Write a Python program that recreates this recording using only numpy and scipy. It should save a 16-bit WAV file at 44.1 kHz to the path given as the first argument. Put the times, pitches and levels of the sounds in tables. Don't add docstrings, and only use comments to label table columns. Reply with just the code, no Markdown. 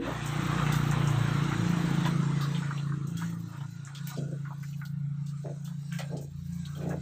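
import sys
import numpy as np
from scipy import signal
from scipy.fft import rfft, irfft
from scipy.io import wavfile
from scipy.ndimage import uniform_filter1d

SR = 44100
rng = np.random.default_rng(int(sys.argv[2]) if len(sys.argv) > 2 else 0)


def pcm_store(signal):
    levels = np.round(np.clip(np.atleast_2d(signal), -1, 1) * 32767)
    wavfile.write(sys.argv[1], SR, levels.astype(np.int16).T)


def attenuation_scalar(level_db):
    decades = np.asarray(level_db, float) / 20
    return 10 ** decades


N = 309400

# (time [s], order 4 level [dB], order 5 level [dB], order 6 level [dB])
MIDDLE_ORDERS = [(0.0, -43, -55, -53), (0.06, -46, -51, -43), (0.12, -40.5, -39, -48),
                 (0.19, -41, -42, -59), (0.25, -39.5, -35.5, -55), (0.47, -36, -35.5, -35),
                 (0.64, -37.5, -27.5, -38), (1.21, -31, -30, -38), (1.48, -42, -30, -35.5),
                 (1.62, -31, -39.5, -30), (1.84, -56, -33, -31), (2.26, -72, -29.5, -31),
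                 (2.36, -58, -31, -32), (2.46, -52, -29.5, -41.5), (2.58, -62, -33.5, -31.5),
                 (2.66, -46, -33, -42), (2.99, -58, -32.5, -39.5), (3.15, -41, -40.5, -37),
                 (3.22, -45.5, -50, -31.5), (3.42, -41.5, -46, -38.5), (3.52, -46.5, -51, -46.5),
                 (3.61, -48.5, -34.5, -48.5), (3.71, -46, -52, -43.5), (3.79, -48, -43, -44.5),
                 (3.85, -48, -41, -58), (3.95, -59, -42.5, -55), (4.06, -63, -36, -37.5),
                 (4.12, -53, -43, -50), (4.2, -51, -34, -39.5), (4.65, -55, -40.5, -48),
                 (4.71, -69, -37.5, -43), (4.86, -54, -39, -46), (4.96, -53, -36, -39),
                 (5.04, -52, -33, -43), (5.16, -60, -34, -42), (5.55, -60, -40, -47),
                 (5.72, -59, -40, -38.5), (5.82, -60, -39.5, -48.5), (5.96, -63, -37, -35),
                 (6.06, -59, -38.5, -47.5), (6.15, -57, -37.5, -35.5), (6.25, -60, -43, -55),
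                 (6.56, -52, -41, -35), (6.74, -55, -38, -49), (6.88, -50, -36, -34),
                 (7.02, -66, -38.5, -43)]
# (time [s], rate [Hz], order 2 level [dB], order 3 level [dB], upper orders level [dB])
FIRING = [(0.0, 29.85, -47, -57, -54), (0.08, 29.48, -48, -60, -55), (0.35, 29.5, -50, -70, -47),
          (0.45, 29.5, -46, -55, -45), (0.8, 29.57, -43, -57, -45), (0.98, 28.93, -44, -52, -44),
          (1.04, 29.0, -45, -68, -45), (1.07, 29.26, -46, -51, -45), (1.15, 28.45, -46, -65, -45),
          (1.21, 28.97, -45, -58, -45), (1.82, 28.4, -50, -58, -42), (2.25, 28.08, -57, -62, -45),
          (2.34, 28.2, -52, -59, -47), (2.79, 28.28, -72, -63, -56), (2.99, 27.97, -66, -56, -51),
          (3.95, 28.0, -72, -74, -70), (4.22, 27.94, -75, -60, -63), (4.45, 28.0, -73, -71, -68),
          (4.67, 28.18, -69, -60, -73), (5.84, 28.4, -72, -64, -76), (6.0, 27.97, -78, -61, -71),
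          (6.41, 28.4, -55, -46, -74), (6.82, 29.25, -71, -50, -70), (6.94, 28.5, -76, -43, -59),
          (7.02, 29.4, -59, -45, -56)]
# (order [-], level over their common level [dB])
UPPER_ORDERS = [(7, -3.5), (8, -5.5), (9, -7), (10, -4), (11, -0.4), (12, -6), (13, -13.5), (14, -15),
                (16, -13)]
# (time [s], roar level [dB], hiss level [dB], air level [dB])
NOISE_LEVELS = [(0.05, -40, -56.5, -71), (0.14, -43, -53, -73), (0.3, -40.5, -52, -67),
                (0.46, -38, -49.5, -63), (0.63, -38.5, -50, -63), (1.08, -39.5, -52, -66),
                (1.25, -40, -51, -64), (1.48, -40.5, -50.5, -68), (1.64, -41.5, -50, -67),
                (1.93, -41, -51, -66), (2.09, -42, -51, -64), (2.2, -46, -54, -80), (2.57, -46.5, -53, -71),
                (2.8, -50.5, -57.5, -79), (2.92, -60, -61, -84), (3.11, -58.5, -68, -82),
                (3.25, -50, -54.5, -66), (3.37, -65.5, -64.5, -71), (3.58, -59.5, -61.5, -73),
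                (3.72, -64, -64, -77), (3.91, -60.5, -65, -90), (4.03, -60.5, -61.5, -84),
                (4.1, -61.5, -51.5, -79), (4.26, -65, -65, -83), (4.51, -66, -68, -79),
                (4.69, -69, -59, -73), (4.76, -71, -64.5, -67), (4.94, -70, -76, -83),
                (5.19, -68, -73, -91), (5.42, -69, -64, -82), (5.68, -71.5, -66.5, -83),
                (5.83, -69.5, -61.5, -75), (6.08, -65, -61.5, -76), (6.24, -72, -72.5, -88),
                (6.45, -70, -64.5, -68), (6.61, -70, -59.5, -75), (6.82, -59, -61.5, -71),
                (7.02, -63, -64.5, -80)]
# (frequency [Hz], density [dB per Hz])
ROAR_SPECTRUM = [(260, -26), (450, -4), (662, -6), (776, -3), (1350, 1), (1480, -2), (2570, -11),
                 (3900, -11.5), (4800, -36), (6240, -56), (10600, -120)]
# (frequency [Hz], density [dB per Hz])
HISS_SPECTRUM = [(1350, -31), (2300, -6.5), (2610, -7.5), (3450, -12.5), (3940, -0.5), (5020, -9.5),
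                 (5520, -4), (7730, -4.5), (8610, -6), (9400, -28), (11500, -25.5), (15000, -52),
                 (22000, -120)]
# (frequency [Hz], density [dB per Hz])
AIR_SPECTRUM = [(9000, -14.5), (11300, -18.5), (12300, -8), (15300, -3.5), (15800, -38)]
# (frequency [Hz], density [dB per Hz])
RUMBLE_SPECTRUM = [(8.2, -51.5), (14, -25), (76, -11), (118, 0), (155, 5), (192, 2.5), (226, -4.5),
                   (320, -8), (520, -36), (680, -65), (1140, -120)]
# (time [s], level [dB], bottom edge [Hz], top edge [Hz])
GUST_CURVES = [
    [(0.03, -43, 180, 600), (0.052, -42, 180, 600), (0.088, -34.5, 180, 604), (0.17, -58, 180, 600)],
    [(4.14, -61, 180, 598), (4.144, -69, 178.5, 590), (4.178, -40, 177, 605), (4.308, -52.5, 176.8, 587),
     (4.326, -41, 182, 575), (4.432, -80, 180, 597), (4.45, -60, 180, 600)],
    [(5.43, -79, 310, 680), (5.444, -43, 310, 684), (5.458, -43, 306, 680), (5.496, -44, 307, 670),
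     (5.646, -83, 310, 676), (5.66, -67, 310, 680)],
    [(6.08, -58, 231, 720), (6.112, -43.5, 224, 720), (6.148, -39.5, 229, 690), (6.284, -61.5, 223, 690),
     (6.32, -81, 230, 733)],
    [(6.74, -61, 226, 700), (6.836, -40.5, 220, 710), (6.864, -42, 228, 720), (6.888, -36, 225, 720),
     (6.91, -42, 227, 710), (6.924, -35.5, 224, 720), (7.016, -58, 230, 717)],
]
# (time [s], peak level [dB], centre [Hz], spread [octaves], hold [s], decay time t60 [s])
LOAD_KNOCKS = [(0.079, -28.5, 703, 0.54, 0.039, 0.14), (0.579, -25.5, 1420, 0.54, 0.023, 0.11),
               (0.612, -25.5, 1430, 0.37, 0.028, 0.15), (0.665, -26.5, 1530, 0.54, 0.04, 0.15),
               (0.919, -26, 1370, 0.54, 0.03, 0.12), (1.518, -24, 1450, 0.44, 0.024, 0.097),
               (2.055, -22.5, 1000, 0.54, 0.024, 0.14), (2.403, -30, 1340, 0.41, 0.056, 0.13),
               (2.62, -33.5, 1495, 0.37, 0.09, 0.17), (2.708, -29, 1210, 0.35, 0.016, 0.14),
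               (2.871, -37.5, 1309, 0.4, 0.039, 0.12), (2.921, -32.5, 1260, 0.26, 0.021, 0.1),
               (3.212, -31, 1328, 0.43, 0.02, 0.14), (3.326, -43, 1230, 0.3, 0.05, 0.14),
               (3.531, -41, 1229, 0.31, 0.04, 0.12), (3.609, -38, 1180, 0.41, 0.04, 0.12),
               (3.874, -39, 1425, 0.4, 0.029, 0.12), (4.114, -36.5, 947, 0.52, 0.032, 0.14),
               (4.506, -35.5, 950, 0.37, 0.023, 0.1), (4.633, -41, 1580, 0.47, 0.013, 0.083),
               (4.815, -37, 1390, 0.4, 0.013, 0.18), (5.675, -46.5, 945, 0.54, 0.064, 0.15),
               (5.993, -32, 660, 0.3, 0.049, 0.23), (4.0721, -40.5, 1940, 0.6, 0.042, 0.13),
               (4.4533, -36, 1310, 0.41, 0.029, 0.13), (5.4575, -47, 1260, 0.6, 0.035, 0.12),
               (5.9229, -36, 1782, 0.66, 0.048, 0.13), (5.9873, -33, 1760, 0.72, 0.052, 0.11),
               (6.8134, -45, 1384, 0.77, 0.043, 0.13), (6.9032, -33, 1150, 0.58, 0.033, 0.14)]
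# (time [s], peak level [dB], hold [s], air over the peak [dB])
GRIT_SPRAYS = [(0.261, -33.5, 0.027, -18), (0.722, -31, 0.051, -14), (0.9126, -33, 0.019, -24),
               (1.0735, -33.5, 0.042, -25), (2.059, -36.5, 0.021, -16), (2.41, -44, 0.03, -7),
               (3.07, -43.5, 0.056, -18), (3.1715, -38, 0.056, -15), (3.8493, -39.5, 0.033, -35),
               (3.949, -42, 0.046, -22), (4.072, -37.5, 0.011, -5), (4.092, -42, 0.014, -10),
               (4.174, -45, 0.057, -35), (4.6296, -48, 0.016, -11), (4.851, -47.5, 0.03, -10),
               (5.262, -45.5, 0.057, -20), (5.646, -43, 0.044, -14), (5.9255, -41, 0.073, -16),
               (5.987, -37.5, 0.02, -18), (6.17, -42, 0.014, -28), (6.211, -44, 0.038, -16),
               (6.525, -48, 0.031, -18), (6.657, -44, 0.015, -19), (6.892, -42.5, 0.021, -18)]
# (time [s], peak level [dB], centre [Hz], spread [octaves], hold [s], decay time t60 [s])
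STONE_CLICKS = [(0.722, -33, 3670, 0.4, 0.048, 0.1), (2.051, -30.5, 2860, 0.42, 0.029, 0.071),
                (2.41, -32.5, 4130, 0.38, 0.045, 0.12), (2.548, -33, 3240, 0.3, 0.03, 0.12),
                (2.7775, -38.5, 3010, 0.25, 0.024, 0.1), (3.1695, -40.5, 3830, 0.42, 0.064, 0.13),
                (3.6057, -48.5, 3132, 0.18, 0.02, 0.1), (3.9504, -36, 3460, 0.42, 0.039, 0.11),
                (4.1623, -45, 3770, 0.42, 0.03, 0.12), (4.729, -47.5, 2770, 0.3, 0.015, 0.083),
                (4.8545, -42, 3900, 0.25, 0.01, 0.14), (5.266, -47.5, 4100, 0.42, 0.037, 0.12),
                (5.654, -44.5, 3680, 0.3, 0.039, 0.1), (5.917, -43, 2760, 0.42, 0.04, 0.14),
                (5.988, -35, 3600, 0.42, 0.027, 0.14), (6.168, -44.5, 4620, 0.4, 0.022, 0.12),
                (6.6536, -39, 3530, 0.36, 0.018, 0.1), (6.752, -47, 3420, 0.26, 0.03, 0.1)]
# (time [s], frequency [Hz], level [dB])
TRAY_HUM = [(2.8, 1400, -56.5), (3.09, 1381, -69), (3.22, 1450, -48), (3.34, 1400, -73), (4.14, 1460, -55),
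            (4.43, 1450, -72), (4.45, 1430, -51), (4.62, 1476, -74), (4.63, 1490, -48), (4.77, 1440, -105),
            (4.82, 1450, -41), (4.89, 1450, -66), (5.29, 1457, -77.5), (5.7, 1510, -68), (5.85, 1640, -83),
            (5.93, 1600, -53), (6.37, 1560, -87), (6.56, 1640, -68), (6.93, 1460, -61), (7.02, 1480, -68)]


def table(rows, t):
    seconds, *columns = np.transpose(rows)
    return [np.interp(t, seconds, column) for column in columns]


def evened(x):
    return x / np.sqrt(np.mean(x ** 2) + 1e-20)


def read(points, hz):
    f, value = np.transpose(points)
    return np.interp(np.log(hz + 1), np.log(f + 1), value)


def add(mix, s, sound):
    part = mix[round(s * SR):][:len(sound)]
    part += sound[:len(part)]


def drift(top_hz, count):
    coarse = rng.standard_normal((count, N // 64 + 2))
    lowpass = signal.butter(2, top_hz, fs=SR / 64, output="sos")
    coarse = signal.sosfiltfilt(lowpass, coarse)
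    return [np.interp(np.arange(N) / 64, np.arange(len(c)), evened(c)) for c in coarse]


def coloured(x, gain):
    return irfft(rfft(x) * gain(np.fft.rfftfreq(len(x), 1 / SR)), len(x))


def patchy(shape, depth_db, flicker_db):
    frames = N // 128 + 5
    real, imaginary, patches = rng.standard_normal((frames, 257, 3)).T
    flicker = evened(uniform_filter1d(patches[0], size=5))
    patches = uniform_filter1d(patches, size=2, axis=0)
    patches = evened(uniform_filter1d(patches, size=34, axis=1))
    depth_db = np.pad(depth_db[::128], (0, frames), "edge")[:frames]
    streaks_db = depth_db * patches - 0.065 * depth_db ** 2 + flicker_db * flicker
    z = (real + 1j * imaginary) * attenuation_scalar(streaks_db)
    noise = signal.istft(z, nperseg=512, noverlap=384)[1][:N]
    return evened(coloured(noise, lambda f: attenuation_scalar(read(shape, f))))


def engine():
    t = np.arange(N) / SR
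    hz, second_db, third_db, upper_db = table(FIRING, t)
    roar_db, hiss_db, air_db = table(NOISE_LEVELS, t)
    uneven, fading = drift(22.6, count=14), drift(2.36, count=15)
    turns = np.cumsum(hz) / SR + 0.31 + 0.006 * fading[-1]
    orders = list(zip(range(2, 7), [second_db, third_db] + table(MIDDLE_ORDERS, t)))
    orders += [(order, db + upper_db) for order, db in UPPER_ORDERS]

    rumble = coloured(rng.standard_normal(N), lambda f: attenuation_scalar(read(RUMBLE_SPECTRUM, f)))
    out = attenuation_scalar(upper_db + 5.5) * evened(rumble)
    for (order, db), waver, fade in zip(orders, uneven, fading):
        upper = order > 6
        fade_db = 3.3 * fade * upper
        phase = 2 * np.pi * order * turns + 0.51 * waver * upper
        out += attenuation_scalar(db + fade_db + 1.52 * waver) * np.sqrt(2) * np.cos(phase)

    far = np.clip((-38 - roar_db) / 14, 0, 1)
    out += attenuation_scalar(roar_db + 2.2) * patchy(ROAR_SPECTRUM, 1.8 + 3.5 * far, flicker_db=0.6)
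    out += attenuation_scalar(hiss_db + 0.3) * patchy(HISS_SPECTRUM, 2.2 + 2.4 * far, flicker_db=0.8)
    return out + attenuation_scalar(air_db + 3.0) * patchy(AIR_SPECTRUM, 1.8 + 0.8 * far, flicker_db=4.5)


def gust(rows):
    t = np.arange(rows[0][0], rows[-1][0], 1 / SR)
    level_db, bottom_hz, top_hz = table(rows, t)
    strikes = rng.random(len(t)) < 700 / SR
    kicks = rng.standard_normal(len(t)) * (strikes + 0.05)
    out = 0
    for hz in np.geomspace(150, 900, num=9):
        bandpass = signal.butter(4, [hz / 1.18, hz * 1.182], "band", fs=SR, output="sos")
        band = signal.sosfilt(bandpass, kicks)
        edges = (1 + (hz / top_hz) ** 15.5) * (1 + (bottom_hz / hz) ** 6.3)
        out = out + band * attenuation_scalar(-4.5 * np.log2(hz / 300)) / edges
    return rows[0][0], attenuation_scalar(level_db + 1.35) * evened(out) * signal.windows.tukey(len(t), 0.25)


def stroke(hold, t60):
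    t = np.arange(8192) / SR
    rattle = attenuation_scalar(-60 * np.maximum(t - hold, 0) / t60 - 115 * t)
    onset = np.minimum(t / 0.0012, 1)
    tick = 1 + 0.7 * np.exp(-t / 0.0033)
    ending = np.minimum((t[-1] - t) / 0.03, 1)
    return onset * tick * rattle * ending


def contacts(shape):
    jumps = np.repeat(rng.standard_normal(128), 64)
    return rng.standard_normal(shape) * attenuation_scalar(shape_db(shape) * jumps)


def shape_db(shape):
    return 2.14 if shape == 8192 else 2.4


def knock(s, peak_db, hz, octaves, hold, t60):
    lumps_db = 4.5 * rng.standard_normal(120)

    def colour(f):
        bell = np.exp(-0.5 * (np.log2((f + 1) / hz) / octaves) ** 2)
        return bell * attenuation_scalar(np.interp(f, np.arange(120) * 110, lumps_db))

    shake = contacts(8192)
    return s - 0.001, attenuation_scalar(peak_db - 10.5) * stroke(hold, t60) * evened(coloured(shake, colour))


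def grit(s, peak_db, hold, air_db):
    low, high = contacts((2, 8192))
    low = coloured(low, lambda f: attenuation_scalar(read(HISS_SPECTRUM, f)) / (1 + (5200 / (f + 1)) ** 14))
    high = coloured(high, lambda f: attenuation_scalar(read(AIR_SPECTRUM, f)))
    spray = evened(low) + attenuation_scalar(air_db + 10.5) * evened(high)
    return s - 0.001, attenuation_scalar(peak_db - 12.5) * stroke(hold, 0.15) * spray


def hum():
    t = np.arange(N) / SR
    hz, level_db = table(TRAY_HUM, t)
    lowpass = signal.butter(2, 45, fs=SR, output="sos")
    fuzz = signal.sosfilt(lowpass, rng.standard_normal((2, N)))
    turn = np.exp(2j * np.pi * np.cumsum(hz) / SR)
    whistle = (turn * (fuzz[0] + 1j * fuzz[1])).real
    return attenuation_scalar(level_db - 0.5) * evened(whistle) * (t > TRAY_HUM[0][0])


def scene():
    mix = engine()
    for rows in GUST_CURVES:
        add(mix, *gust(rows))
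    for row in LOAD_KNOCKS + STONE_CLICKS:
        add(mix, *knock(*row))
    for row in GRIT_SPRAYS:
        add(mix, *grit(*row))
    mix += hum()
    return mix[None]


def top_cut(x):
    return signal.sosfilt(signal.butter(12, 16410, fs=SR, output="sos"), x)


def record(dry):
    x = signal.sosfilt(signal.butter(1, 12, "high", fs=SR, output="sos"), dry)
    fade_in = np.clip(np.arange(N) / SR / 0.065 + 0.17, 0, 1)
    return top_cut(x * fade_in)


dry = scene()
out = record(dry)
pcm_store(out)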